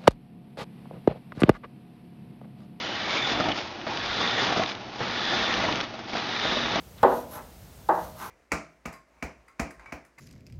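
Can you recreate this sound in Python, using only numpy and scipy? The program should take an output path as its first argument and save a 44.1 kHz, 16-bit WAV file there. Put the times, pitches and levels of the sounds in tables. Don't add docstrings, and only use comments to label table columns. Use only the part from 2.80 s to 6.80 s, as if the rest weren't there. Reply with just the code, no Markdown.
import sys
import numpy as np
from scipy import signal
from scipy.fft import rfft, irfft
from scipy.io import wavfile
from scipy.ndimage import uniform_filter1d

SR = 44100
rng = np.random.default_rng(int(sys.argv[2]) if len(sys.argv) > 2 else 0)


def generate_wav(signal):
    frames = np.transpose(np.atleast_2d(signal))
    scaled = np.clip(frames, -1, 1) * 32767
    pcm = np.round(scaled).astype(np.int16)
    wavfile.write(sys.argv[1], SR, pcm)


N = 176400
TIME = np.arange(N) / SR


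def amp(db):
    return 10 ** (np.asarray(db) / 20)


def unit_rms(x):
    return x / np.sqrt(np.mean(x ** 2) + 1e-20)


def curve_at(points, hz):
    f, value = np.transpose(points)
    return np.interp(np.log(hz + 1), np.log(f), value)


def add(mix, start, sound):
    part = mix[max(round(start * SR), 0):][:len(sound)]
    part += sound[:len(part)]


def eq(x, points, size=4096):
    hz = abs(np.fft.fftfreq(size, 1 / SR))
    log_gain = np.log(amp(curve_at(points, hz)))
    response = np.exp(np.conj(signal.hilbert(log_gain)))
    taps = np.fft.ifft(response).real[:size // 2]
    return signal.oaconvolve(x, taps / np.linalg.norm(taps))[:len(x)]


def ring(x, modes):
    t = np.arange(SR // 3) / SR
    body = sum(amp(db - 60 * t / t60) / np.sqrt(t60) * np.cos(2 * np.pi * hz * t)
               for hz, db, t60 in modes)
    return signal.oaconvolve(x, body / np.linalg.norm(body))[:len(x)]


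def grit(per_s, spread_db, clump_db, clump_hz):
    size = amp(spread_db * np.minimum(rng.exponential(1, N), 3)) * rng.choice([-1, 1], N)
    ratio = np.fft.rfftfreq(N, 1 / SR) / clump_hz
    clumps = unit_rms(irfft(rfft(rng.standard_normal(N)) * ratio / (1 + ratio ** 2) ** 1.8, N))
    hits = rng.random(N) < per_s / SR
    return unit_rms(size * hits * amp(clump_db * np.clip(clumps, -2, 2)))


def swell(centre, half):
    return np.exp(-np.minimum(((TIME - centre) / half) ** 2, 60))


def wander(samples):
    return unit_rms(uniform_filter1d(uniform_filter1d(rng.standard_normal(N), samples), samples))


def sing(hz, jitter):
    pitch = hz * (1 + jitter * wander(samples=100))
    return unit_rms(np.sin(2 * np.pi * np.cumsum(pitch) / SR))


def chatter(cues, decay_s):
    out, t = np.zeros(N), np.arange(SR // 10) / SR
    for start, db, *_ in cues:
        add(out, start, amp(db) * np.exp(-t / decay_s) * rng.choice([-1, 1], len(t)))
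    return out


def struck_spot(cues, ring_db=-3, decay_s=.009):
    out, t = np.zeros(N), np.arange(SR // 10) / SR
    for start, db, hz in cues:
        add(out, start, 2 * amp(db + ring_db) * np.exp(-t / decay_s) * np.sin(2 * np.pi * hz * t))
    return out


# (f/Hz, level/dB)
DRIVE_EQ = [(20, -23), (36, -15.5), (50, -8), (75, -7.5), (128, 2), (165, -11), (205, 2), (270, -5.5),
            (320, 1.5), (410, -8), (520, -7.5), (620, -3), (700, -4), (790, -3.5), (950, -7), (1300, -9),
            (1700, -11.5), (2900, -12.5), (3800, -14), (5300, -19.5), (6200, -26), (7100, -42)]


def drive(gain_db=-39.5):
    return amp(gain_db) * eq(grit(per_s=7000, spread_db=3.5, clump_db=-0.5, clump_hz=30), DRIVE_EQ)


# (start t/s, stop t/s, rattle, scrape and judder level/dB)
STROKES = [(-.073, 0.708, -4, -3, -2.5), (1.068, 1.837, 0.5, -0.06, -5), (2.193, 3.001, 1.4, 1.5, -6.5),
           (3.319, 4.13, 0.2, -0.4, -4)]
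# (t/s from its start, rattle level/dB, scrape level/dB)
STROKE_RIDE = [(0, -10.5, -16), (.08, -6, -6), (.2, -7, -2.5), (0.291, -5.5, -0.5), (.35, 0, -0.5),
               (0.449, -2, 0), (0.551, -1.5, -4), (.63, -1, -1.5), (.8, -5, -8.5)]
TAKE_UP_S, BRAKE_FULL_S, BRAKE_RISE_S = 0.0068, 0.619, 0.059
RATTLE_FALL_DB_PER_S, SCRAPE_FALL_DB_PER_S, JUDDER_FALL_DB_PER_S = 411, 124, 415.5


def conveyor_envelopes():
    ride_s, rattle_ride, scrape_ride = np.transpose(STROKE_RIDE)
    rattle, scrape, judder = np.zeros((3, N))
    for start, stop, rattle_trim, scrape_trim, judder_trim in STROKES:
        t = TIME - start
        stopped_s = np.maximum(TIME - stop, 0)
        moving = np.clip(1 + t / TAKE_UP_S, 0, 1)
        braking = np.clip(1 + (t - BRAKE_FULL_S) / BRAKE_RISE_S, 0, 1)
        rattle_db = rattle_trim + np.interp(t, ride_s, rattle_ride)
        scrape_db = scrape_trim + np.interp(t, ride_s, scrape_ride)
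        rattle += moving * amp(rattle_db - RATTLE_FALL_DB_PER_S * stopped_s)
        scrape += moving * amp(scrape_db - SCRAPE_FALL_DB_PER_S * stopped_s)
        judder += braking * amp(judder_trim - JUDDER_FALL_DB_PER_S * stopped_s)
    return rattle, scrape, judder


# (f/Hz, level/dB)
RATTLE_EQ = [(20, -35), (38, -30), (50, -13), (80, -8.5), (130, 2), (165, 0.5), (230, 4), (420, 2),
             (720, 3), (1200, 0), (2000, -5), (3000, -6.5), (5000, -15), (6000, -11.5), (7100, -31.5)]
JUDDER_EQ = [(20, -39), (50, -7.5), (85, -5), (130, 3), (165, -2), (220, -6), (310, 10.5), (400, -13.5),
             (540, 0), (690, 5), (950, -2), (1500, -13.5), (3000, -4), (7100, -55)]
# (f/Hz, level/dB, t60/s)
FRAME_MODES = [(132, -7, 0.076), (197, 8.5, 0.4), (238.8, 8.5, 0.87), (305, -7, 0.24), (650, -6.5, .08),
               (658, -10.5, 0.11), (790, -15, .09), (730, -7, 0.074), (970, -17, .04), (1095, 8.5, 0.051)]


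def chain(rattle, judder, rattle_db=-32, judder_db=-29, frame_db=-10.5):
    links = amp(rattle_db) * rattle * grit(per_s=3700, spread_db=4, clump_db=0, clump_hz=50)
    shakes = amp(judder_db) * judder * grit(per_s=1500, spread_db=1.5, clump_db=1, clump_hz=50)
    body = amp(frame_db) * ring(links + shakes, FRAME_MODES)
    return eq(links, RATTLE_EQ) + eq(shakes, JUDDER_EQ) + body


# (f/Hz, level/dB)
SCRAPE_EQ = [(20, -51.5), (500, -4), (1200, -1.5), (1850, 0), (2200, -4), (2650, -5.5), (3100, -2),
             (3600, -1), (4000, -1.5), (4400, -5), (5200, -8), (6000, -17), (7100, -30.5)]
# (f/Hz, level/dB, t60/s)
GUIDE_MODES = [(1280, -11, 0.21), (1520, -3, 0.16), (1565, 8, 0.084), (1885, 0, 0.64), (1910, -10.5, 0.14),
               (2240, -34.5, 0.17), (3200, -6.5, 0.13), (3320, -3, .1), (3280, 2.5, 0.033),
               (3570, -3, 0.088), (3600, 1.5, 0.056), (3960, -17, 0.038), (4200, -7.5, .1),
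               (4600, -1, 0.31)]


def guides(scrape, scrape_db=-31.5, ring_db=-49.5):
    grains = scrape * grit(per_s=7000, spread_db=0, clump_db=1, clump_hz=60)
    return amp(scrape_db) * eq(grains, SCRAPE_EQ) + amp(ring_db) * ring(grains, GUIDE_MODES)


# (f/Hz, level/dB)
JINGLE_BALANCE = [(1000, -1), (1500, 1), (1900, 2.5), (2600, -1.5), (3100, -2), (3650, -1), (4300, -9.5)]


def jingles(scrape, voices=60, strikes_per_s=300, t60=.06, gain_db=-36.5):
    out, t = np.zeros(N), np.arange(SR // 10) / SR
    pitches = np.linspace(JINGLE_BALANCE[0][0], JINGLE_BALANCE[-1][0], voices)
    for hz in pitches * rng.uniform(.98, 1.02, voices):
        strikes = (rng.random(N) < strikes_per_s / voices / SR) * rng.uniform(0.6, 1, N)
        ping = amp(curve_at(JINGLE_BALANCE, hz) - 60 * t / t60) * np.sin(2 * np.pi * hz * t)
        out += signal.oaconvolve(strikes, ping)[:N]
    return amp(gain_db) * scrape * unit_rms(out)


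# (centre t/s, half length/s, f/Hz, level/dB)
SQUEALS = [(.02, 0.23, 2960, -39), (0.38, 0.13, 2270, -33.5), (1.586, 0.034, 1920, -28),
           (2.71, 0.029, 1920, -32.5), (3.702, 0.063, 3820, -39.5)]


def squeals(t60=.012):
    slips = grit(per_s=3800, spread_db=4.5, clump_db=1.5, clump_hz=60)
    return sum(amp(db) * swell(centre, half) * ring(slips, [(hz, 0, t60)])
               for centre, half, hz, db in SQUEALS)


# (centre t/s, half length/s, level/dB)
SCUFFS = [(0.02, 0.1, -36.5), (0.349, 0.056, -29.5), (0.502, 0.045, -28.5), (0.781, 0.031, -34.5),
          (0.814, 0.14, -40), (1.105, 0.042, -38.5), (1.634, 0.052, -27), (1.787, 0.024, -31),
          (1.896, 0.037, -33.5), (2.236, 0.086, -37), (3.043, 0.0098, -35), (3.296, 0.017, -36.5),
          (3.372, 0.046, -33)]
# (f/Hz, level/dB)
CARD_EQ = [(20, -37), (300, -2.5), (900, -1), (1800, -5.5), (3500, -4), (5300, -9), (7100, -26)]


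def scuffs():
    level = sum(amp(db) * swell(centre, half) for centre, half, db in SCUFFS)
    return eq(level * grit(per_s=6000, spread_db=4, clump_db=2, clump_hz=70), CARD_EQ)


# (t/s, level/dB, struck spot f/Hz)
KNOCKS = [(.092, -36, 605), (.6, -23.5, 610), (.606, -24.5, 1245), (.64, -28.5, 720), (.656, -27.5, 935),
          (.686, -23, 706), (1.408, -27, 1135), (1.724, -24, 703), (1.762, -26.5, 716), (1.772, -25, 690),
          (1.795, -25.5, 653), (1.82, -25.5, 746), (2.532, -29, 756), (2.594, -35, 764), (2.838, -23, 642),
          (2.885, -27.5, 986), (2.912, -27, 238), (3.031, -33.5, 303), (3.139, -37, 630), (3.191, -36, 674),
          (3.653, -26.5, 630), (3.72, -26.5, 690), (3.769, -29.5, 606), (3.957, -24, 660)]
# (f/Hz, level/dB)
KNOCK_EQ = [(20, -29), (60, -2.5), (200, 3), (310, 4.5), (450, 0.5), (720, -0.5), (1200, 1), (2500, -9),
            (5000, -9.5), (7100, -27.5)]


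def knocks(frame_db=-12):
    attack = chatter(KNOCKS, decay_s=.01)
    return struck_spot(KNOCKS) + eq(attack, KNOCK_EQ) + amp(frame_db) * ring(attack, FRAME_MODES)


# (start t/s, end t/s, rasp level/dB, singing f/Hz, singing level/dB)
RASPS = [(0.323, .61, -35.5, 3530, -36), (1.3, 1.7, -36.5, 3620, -39), (2.392, 2.8, -37, 3565, -39.5),
         (3.51, 3.93, -40, 3687, -37.5)]
# (f/Hz, level/dB, t60/s)
RASP_MODES = [(1448, 1.5, 0.33), (1810, -6, 0.11), (1814, -4, 0.2), (2990, -12, 0.078), (3320, 0, .03),
              (3480, 0.5, .025), (3570, -2.5, 0.033), (3530, -2.5, .035), (3780, -6, .04),
              (3870, -14.5, .03), (3960, -23, 0.076)]


def rasps(fade_s=0.26, flicker_db=3):
    level, song = np.zeros((2, N))
    for start, end, rasp_db, hz, sing_db in RASPS:
        contact = np.clip(.5 + np.minimum(TIME - start, end - TIME) / fade_s, 0, 1)
        tone = sing(hz, jitter=.024) * amp(flicker_db * wander(samples=350))
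        level += amp(rasp_db) * contact
        song += amp(sing_db) * contact * unit_rms(tone)
    slips = level * grit(per_s=3400, spread_db=2.5, clump_db=3, clump_hz=45)
    return song + ring(slips, RASP_MODES)


# (centre t/s, half length/s, level/dB)
THRUMS = [(.52, .07, -46), (1.328, .14, -49.5), (2.684, .15, -48), (3.776, .15, -47.5)]
# (f/Hz, level/dB)
THRUM_EQ = [(20, -40.5), (36, -17), (48, 0), (62, -7.5), (90, -15), (200, -42), (1000, -70.5)]


def thrums():
    level = sum(amp(db) * swell(centre, half) for centre, half, db in THRUMS)
    return level * eq(rng.standard_normal(N), THRUM_EQ)


# (t/s, level/dB)
CLICKS = [(.5, -26.5), (.718, -22.5), (.724, -25), (.773, -45), (1.014, -31), (1.173, -24), (1.261, -23.5),
          (1.475, -23), (1.836, -17.5), (1.861, -25.5), (1.89, -22.5), (1.918, -27.5), (1.951, -27.5),
          (2.589, -29.5), (2.728, -25), (2.74, -17), (2.85, -27), (2.925, -21), (2.957, -20), (2.964, -30),
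          (3.004, -22), (3.011, -19), (3.86, -22.5), (3.919, -26), (3.959, -21)]
# (f/Hz, level/dB)
CLICK_EQ = [(20, -45), (200, -3.5), (800, -1), (1600, 5), (2500, 6), (3100, 7), (3800, 5.5), (4500, -2),
            (5500, -3), (6400, -9), (7100, -24.5)]


def clicks(ring_db=-16):
    attack = chatter(CLICKS, decay_s=.002)
    return eq(attack, CLICK_EQ) + amp(ring_db) * ring(attack, GUIDE_MODES)


# (centre t/s, half length/s, f/Hz, glide/(Hz/s), level/dB)
CREAKS = [(0.719, .006, 3090, -1, -28.5), (1.072, 0.0031, 823, -2.5, -36),
          (1.106, 0.0094, 875, 3001.5, -34), (1.125, 0.01, 968, -8000, -34), (1.174, 0.002, 1650, -5, -31)]


def creaks():
    return sum(amp(db) * swell(centre, half) * sing(hz + glide * (TIME - centre), jitter=.07)
               for centre, half, hz, glide, db in CREAKS)


# (t/s, level/dB, struck spot f/Hz)
CLUNKS = [(1.067, -30.5, 652), (1.094, -35, 846), (1.188, -36.5, 696), (2.205, -28.5, 476),
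          (2.212, -33.5, 880), (2.228, -31, 1100), (3.333, -30.5, 234), (3.352, -30.5, 710),
          (3.372, -31, 1190)]
# (f/Hz, level/dB)
CLUNK_EQ = [(20, -37), (120, 3.5), (250, 2.5), (480, -3), (900, 1), (1400, 0.5), (2500, -4.5), (5000, -14),
            (7100, -47)]


def clunks():
    return eq(chatter(CLUNKS, decay_s=.021), CLUNK_EQ) + struck_spot(CLUNKS)


# (f/Hz, t60/s)
HALL_DECAY = [(100, 0.11), (1000, 0.41), (7000, 0.14)]


def hall(x, reflections_per_s=2500):
    taps = rng.standard_normal(SR // 2) * (rng.random(SR // 2) < reflections_per_s / SR)
    hz, t, bands = signal.stft(taps, SR, nperseg=256)
    decay = amp(-60 * t / curve_at(HALL_DECAY, hz)[:, None])
    tail = signal.istft(bands * decay, SR)[1]
    return signal.oaconvolve(x, tail / np.linalg.norm(tail))[:N]


def scene(reverb_db=-14.5):
    rattle, scrape, judder = conveyor_envelopes()
    conveyor = chain(rattle, judder) + guides(scrape) + jingles(scrape)
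    friction = rasps() + squeals() + creaks()
    hits = clunks() + knocks() + clicks()
    machine = conveyor + friction + hits + scuffs() + thrums() + drive()
    return (machine + amp(reverb_db) * hall(machine))[None]


def record(dry):
    high_cut = signal.firwin(1023, 7100, window=("kaiser", 9), fs=SR)
    return signal.oaconvolve(dry, high_cut[None], "same")


dry = scene()
out = record(dry)
generate_wav(out)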